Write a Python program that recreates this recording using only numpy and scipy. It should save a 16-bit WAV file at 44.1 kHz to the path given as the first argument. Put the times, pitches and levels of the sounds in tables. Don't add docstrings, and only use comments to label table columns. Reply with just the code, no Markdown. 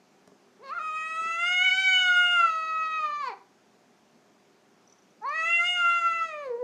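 import sys
import numpy as np
from scipy import signal
from scipy.io import wavfile
from scipy.ndimage import uniform_filter1d

SR = 44100
rng = np.random.default_rng(int(sys.argv[2]) if len(sys.argv) > 2 else 0)


def log_audio(samples):
    frames = np.atleast_2d(samples).T
    limited = np.clip(frames, -1, 1)
    pcm = np.round(limited * 32767).astype(np.int16)
    wavfile.write(sys.argv[1], SR, pcm)


def ratio(d):
    e = np.asarray(d, float) / 20
    return 10 ** e


N = 292547

# f/Hz, relative level per Hz/dB
HUSH_SPECTRUM = [(30, 3), (85, -18.5), (105, -26), (192, 9.5), (277, 4.5), (399, 1.5), (520, 0), (700, 0),
                 (1000, -2), (2130, -8.5), (2800, -11), (3800, -14), (6370, -13), (8700, -24),
                 (14000, -30.5), (15500, -42), (15800, -68.5)]
HUSH_DB = -62.5
# f/Hz, rms level/dB about which each wavers
HOUSE_HUMS = [(118, -82), (200, -79.5), (360, -77), (403, -72.5), (601, -80), (728, -77.5)]
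# f/Hz, t60/s
ROOM_DECAY = [(300, 0.37), (900, 0.35), (2100, 0.34), (6000, 0.3), (14000, 0.027)]
ROOM_DB = -13

# t/s, peak level of the thud/dB, level of the claw tick/dB
PAW_FALLS = [(.276, -46, -45.5), (.318, -47.5, -83), (1.215, -45.5, -90), (1.255, -40.5, -89)]
# f/Hz, relative level/dB, t60/s
FLOOR_MODES = [(188, -8, 0.093), (279.4, -11.5, 0.16), (403, -4.5, 0.17), (638, -3, 0.044),
               (1100, -0.5, 0.01)]
# t/s, peak level/dB
BELL_BLOWS = [(4.8754, -52), (4.898, -53.5), (4.9245, -48.5), (4.9852, -59.5), (4.9922, -64), (5.022, -60),
              (5.1052, -63.5), (5.228, -59.5), (5.291, -48)]
# f/Hz, relative level/dB, t60/s
BELL_MODES = [(5600, -9, .04), (5980, -1.5, 0.036), (6080, -15.5, .03)]

# t/s, f/Hz
PITCH_GLIDES = [
    [(.59, 359.4), (.64, 561), (.695, 522.4), (.738, 677.5), (.76, 707), (.782, 694.3), (.794, 614),
     (.83, 633.2), (.9, 624.6), (1.11, 639.4), (1.36, 670.6), (1.5, 717.7), (1.61, 727.7), (1.65, 750.3),
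     (1.7, 738.8), (1.8, 764), (1.88, 754.3), (2.15, 717.3), (2.34, 708.6), (2.52, 645.3), (2.97, 634.7),
     (3.09, 595.6), (3.14, 589.7), (3.21, 583), (3.29, 479), (3.324, 379.3), (3.35, 403.4)],
    [(5.212, 419.3), (5.232, 425), (5.262, 537.8), (5.36, 642.7), (5.42, 648.2), (5.51, 682.7),
     (5.62, 690.6), (5.68, 717), (5.75, 714), (5.86, 689.7), (5.98, 688), (6.1, 670.2), (6.18, 668),
     (6.27, 652.7), (6.35, 602.3), (6.42, 583.6), (6.52, 471), (6.575, 471), (6.6, 498), (6.634, 491)],
]
# t/s, effort level/dB, mouth resonance f/Hz, throat resonance f/Hz
VOICE_MOVES = [
    [(0.59, -68, 348, 2878), (0.64, -56.5, 820, 3300), (0.69, -56, 880, 3280), (0.73, -59.5, 1310, 3420),
     (0.79, -56.5, 1380, 3400), (0.83, -60.8, 1206, 2480), (0.93, -57.5, 1296, 2470),
     (1.05, -56.5, 1450, 2449), (1.2, -54, 1370, 3200), (1.38, -53.5, 1496, 2470), (1.47, -48, 1700, 2596),
     (1.66, -46.5, 1880, 2730), (1.82, -47, 1900, 2590), (1.97, -45, 1806, 2914), (2.11, -47, 1473, 2694),
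     (2.3, -46.5, 1580, 2840), (2.42, -49, 1372, 2650), (2.53, -52.5, 1215, 3170), (2.68, -55, 1306, 2780),
     (2.99, -54.5, 1326, 2580), (3.1, -55, 1157, 3100), (3.2, -57, 1220, 2720), (3.28, -49, 929, 3300),
     (3.325, -53.5, 600, 3286), (3.35, -65.5, 960, 2730)],
    [(5.212, -68.5, 702, 2805), (5.235, -57.5, 980, 3000), (5.28, -52.5, 1083, 3250),
     (5.36, -49.5, 1693, 3380), (5.47, -45, 1666, 3200), (5.57, -50, 1800, 2590), (5.63, -47.5, 1700, 2400),
     (5.72, -48, 1676, 3050), (5.82, -50.5, 1430, 2890), (6.07, -51.5, 1430, 2550),
     (6.2, -53.5, 1430, 2595), (6.28, -51, 974, 2220), (6.37, -49.5, 890, 2710), (6.44, -47.5, 806, 2830),
     (6.48, -46, 545, 3300), (6.58, -46.5, 443, 3320), (6.634, -44.5, 527, 3084)],
]
# t/s, opening/0-1, upper harmonics' level over the effort/dB, sheen from SHEEN_HZ/dB per octave
MOUTH_MOVES = [(.6, 0.6, -22, -4), (.69, 0.01, 5.5, 5), (.73, 0.1, -6, 8), (.785, 0.2, -5.5, 19),
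               (.83, 0.94, 1.5, 9), (1.2, 0.97, 2, 9), (1.5, 0.96, 2.3, -1), (1.85, 0.7, 6, -6),
               (2.35, 1, -1.6, 5.5), (2.55, 0.55, 1, 1), (3.2, 0.49, 1.6, -11), (3.279, 0.01, 5.5, 0.1),
               (3.35, 0.05, 0.5, 1), (5.231, 0.01, -9, -4), (5.33, 0.14, -5, 7), (5.42, 1, -4, -2),
               (5.72, 1, 2.5, 1), (5.85, 0.96, 0, -4.5), (6.25, 0.84, -1.5, -6), (6.35, 0.88, -12.5, 3),
               (6.46, 0.43, -16, 17), (6.58, .1, -38.5, 0)]
# f/Hz, relative level/dB
THROAT_SHUT = [(2300, 11), (3250, -14), (3900, -8), (4350, 2), (4900, -14), (6000, -21), (9500, -34),
               (15500, -48)]
# f/Hz, relative level/dB
THROAT_HALF = [(2900, -1), (3300, -6), (3900, -1), (4700, -3), (5600, -21), (6450, -8), (7300, -21),
               (9500, -33), (11100, -25), (12200, -38), (15500, -45)]
# f/Hz, relative level/dB
THROAT_WIDE = [(2900, 4), (3250, -2), (3700, 0), (4250, -17), (5000, -9), (5750, -18), (6600, -5),
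               (7500, -14), (9000, -19), (10200, -41), (11000, -42), (11900, -35), (13000, -46),
               (15500, -52)]
# middle t/s, half length/s, breath turbulence level/dB
HOARSE_MOMENTS = [(.67, .08, -25), (.76, .06, -25), (1.535, .03, -30), (1.66, .045, -34), (1.77, .03, -39),
                  (3.295, .05, -28), (5.25, .08, -32), (5.65, .03, -35), (6.48, .1, -30)]
# middle t/s, half length/s, level change/dB, harmonic number
HARMONIC_DIPS = [(0.743, 0.01, -9, 2), (.76, 0.033, -22, 4), (0.797, 0.0056, -1.5, 2), (.9, 0.17, -9.5, 3),
                 (1.19, 0.013, 1.5, 4), (1.39, 0.021, -1, 3), (1.638, 0.013, -7, 3), (1.703, 0.013, -13, 3),
                 (1.758, 0.034, -18, 3), (1.826, 0.014, -17, 3), (1.83, 0.028, -1, 4),
                 (1.893, 0.043, -9.5, 4), (1.998, 0.021, -18, 3), (3.01, 0.038, -16, 3),
                 (3.088, 0.03, -3.5, 2), (3.18, 0.11, -12, 1), (3.223, 0.011, -10, 2),
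                 (3.259, 0.017, -11.5, 2), (5.445, .025, -10, 3), (5.477, 0.032, -6.5, 2),
                 (5.54, 0.05, -6, 1), (5.627, 0.022, -13, 3), (5.628, 0.029, -9.5, 4),
                 (5.71, 0.093, -17, 2), (5.94, 0.13, -4.5, 1), (6.02, .035, -10, 4), (6.275, 0.024, -11, 2),
                 (6.581, 0.0054, -8, 1)]

TILT_DB_PER_OCT = 4
MOUTH_WIDTH_HZ, THROAT_WIDTH_HZ = 120, 292
SHEEN_HZ, SOFT_SHARE = 6340, 0.27
LOW_WAVER_DB, UPPER_WAVER_DB = 0.7, 2.5
CLEAR_DB = -48
RASP = 4


def evened(x):
    return x / np.sqrt(np.mean(x ** 2) + 1e-20)


def read(points, hz):
    f, value = np.transpose(points)
    return np.interp(np.log(hz + 1), np.log(f + 1), value)


def add(mix, s, sound):
    part = mix[round(s * SR):][:len(sound)]
    part += sound[:len(part)]


def drift(size, span):
    noise = rng.standard_normal(size)
    return evened(uniform_filter1d(uniform_filter1d(noise, int(span)), int(span)))


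def bump(t, middle_s, half_s):
    return np.cos(np.pi / 2 * np.clip((t - middle_s) / half_s, -1, 1)) ** 2


def peak_db(hz, centre_hz, width_hz):
    return 20 * np.log10(centre_hz ** 2 / np.hypot(centre_hz ** 2 - hz ** 2, hz * width_hz))


def ring(modes):
    t = np.arange(SR // 4) / SR
    sound = sum(ratio(db - 60 * t / t60) * np.sin(2 * np.pi * (hz * t + rng.random()))
                for hz, db, t60 in modes)
    sound = sound * (1 - np.exp(-t / 0.00052))
    return sound / abs(sound).max()


def hush():
    frames, bin_hz = N // 256 + 5, np.fft.rfftfreq(1024, 1 / SR)
    real, imaginary, patches = rng.standard_normal((frames, 513, 3)).T
    patches = uniform_filter1d(patches, size=12, axis=0)
    patches = evened(uniform_filter1d(patches, size=14, axis=1))
    bins = (real + 1j * imaginary) * ratio(read(HUSH_SPECTRUM, bin_hz)[:, None] + .9 * patches)
    noise = signal.istft(bins, nperseg=1024, noverlap=768)[1][:N]
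    t = np.arange(N) / SR
    hums = sum(ratio(db + 2.1 * drift(N, span=16000))
               * np.sin(2 * np.pi * hz * t + 0.78 * drift(N, span=980)) for hz, db in HOUSE_HUMS)
    return ratio(HUSH_DB) * evened(noise) + np.sqrt(2) * hums


def room(x):
    taps = np.zeros(SR)
    at = np.arange(200, SR - 20, 20)
    taps[at + rng.integers(0, 20, len(at))] = rng.choice([-1., 1.], len(at))
    hz, t, bins = signal.stft(taps, SR, nperseg=256)
    decay = ratio(-60 * t / read(ROOM_DECAY, hz)[:, None])
    tail = signal.istft(bins * decay, SR, nperseg=256)[1]
    return signal.fftconvolve(x, tail / np.linalg.norm(tail))[:N]


def paws():
    out, t = np.zeros(N), np.arange(400) / SR
    for s, db, tick_db in PAW_FALLS:
        add(out, s, ratio(db) * ring(FLOOR_MODES))
        scratch = uniform_filter1d(rng.standard_normal(400), size=3)
        add(out, s, ratio(tick_db) * np.exp(-t / 0.0014) * scratch)
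    return out


def collar():
    out = np.zeros(N)
    for s, db in BELL_BLOWS:
        add(out, s, ratio(db) * ring(BELL_MODES))
    return out


def lower_harmonics(t, glide, angle, lag, effort_db, edge_db, mouth_hz, throat_hz):
    order = np.arange(1, 5)[:, None]
    level_db = effort_db + TILT_DB_PER_OCT * np.log2(order)
    level_db = level_db + peak_db(order * glide, mouth_hz, MOUTH_WIDTH_HZ)
    level_db = level_db + peak_db(order * glide, throat_hz, THROAT_WIDTH_HZ)
    level_db = level_db + SOFT_SHARE * np.minimum(edge_db, 0) * (order > 2)
    level_db = level_db + sum(db * bump(t, at, half) * (order == round(k))
                              for at, half, db, k in HARMONIC_DIPS)
    level_db = level_db + LOW_WAVER_DB * np.array([drift(len(t), span=650) for k in order])
    return (np.sqrt(2) * ratio(level_db) * np.cos(order * angle + lag[order])).sum(0)


def upper_harmonics(hz, angle, lag, level_db, mouth, sheen_db):
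    order = np.arange(5, 30)[:, None]
    shut, wide = np.clip(1 - 2 * mouth, 0, 1), np.clip(2 * mouth - 1, 0, 1)
    blend = zip((shut, 1 - shut - wide, wide), (THROAT_SHUT, THROAT_HALF, THROAT_WIDE))
    shape = ratio(sum(share * read(throat, order * hz) for share, throat in blend))
    shape = shape * (order * hz < 15550)
    shape = shape / np.sqrt((shape ** 2).sum(0) / 2)
    shape = shape * ratio(sheen_db * np.log2(np.clip(order * hz, SHEEN_HZ, 9300) / SHEEN_HZ))
    waver = ratio(UPPER_WAVER_DB * np.array([drift(hz.size, span=950) for k in order]))
    return ratio(level_db) * (shape * waver * np.cos(order * angle + lag[order])).sum(0)


def yowl(pitch, voice):
    s, *controls = np.transpose(voice)
    t = np.arange(s[0], s[-1], 1 / SR)
    effort_db, mouth_hz, throat_hz = (np.interp(t, s, c) for c in controls)
    when, *controls = np.transpose(MOUTH_MOVES)
    mouth, edge_db, sheen_db = (np.interp(t, when, c) for c in controls)
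    breath = ratio(CLEAR_DB) + sum(ratio(db) * bump(t, at, half) for at, half, db in HOARSE_MOMENTS)
    glide = uniform_filter1d(np.interp(t, *np.transpose(pitch)), size=150)
    hz = glide * (1 + 0.0027 * drift(len(t), span=260))
    hz = hz * (1 + .2 * breath * drift(len(t), span=100))
    angle = 2 * np.pi * np.cumsum(hz) / SR + .5 * breath * drift(len(t), span=33)
    lag = 2 * np.pi * rng.random(30)
    low = lower_harmonics(t, glide, angle, lag, effort_db, edge_db, mouth_hz, throat_hz)
    upper = upper_harmonics(hz, angle, lag, effort_db + edge_db, mouth, sheen_db)
    rasp = 1 + (ratio(-23) + RASP * breath) * drift(len(t), span=45)
    folds = low + upper * rasp
    shaken = folds * (1 + breath * drift(len(t), span=40))
    return s[0], shaken * signal.windows.tukey(len(t), .004)


def scene():
    near = collar() + paws()
    for call in zip(PITCH_GLIDES, VOICE_MOVES):
        add(near, *yowl(*call))
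    return (near + ratio(ROOM_DB) * room(near) + hush())[None]


def roll_off(x):
    return signal.sosfilt(signal.butter(12, 15640, fs=SR, output="sos"), x)


def record(dry):
    bass_cut = signal.butter(2, 110, "highpass", fs=SR, output="sos")
    thin = signal.sosfilt(bass_cut, dry)
    return roll_off(thin)


dry = scene()
out = record(dry)
log_audio(out)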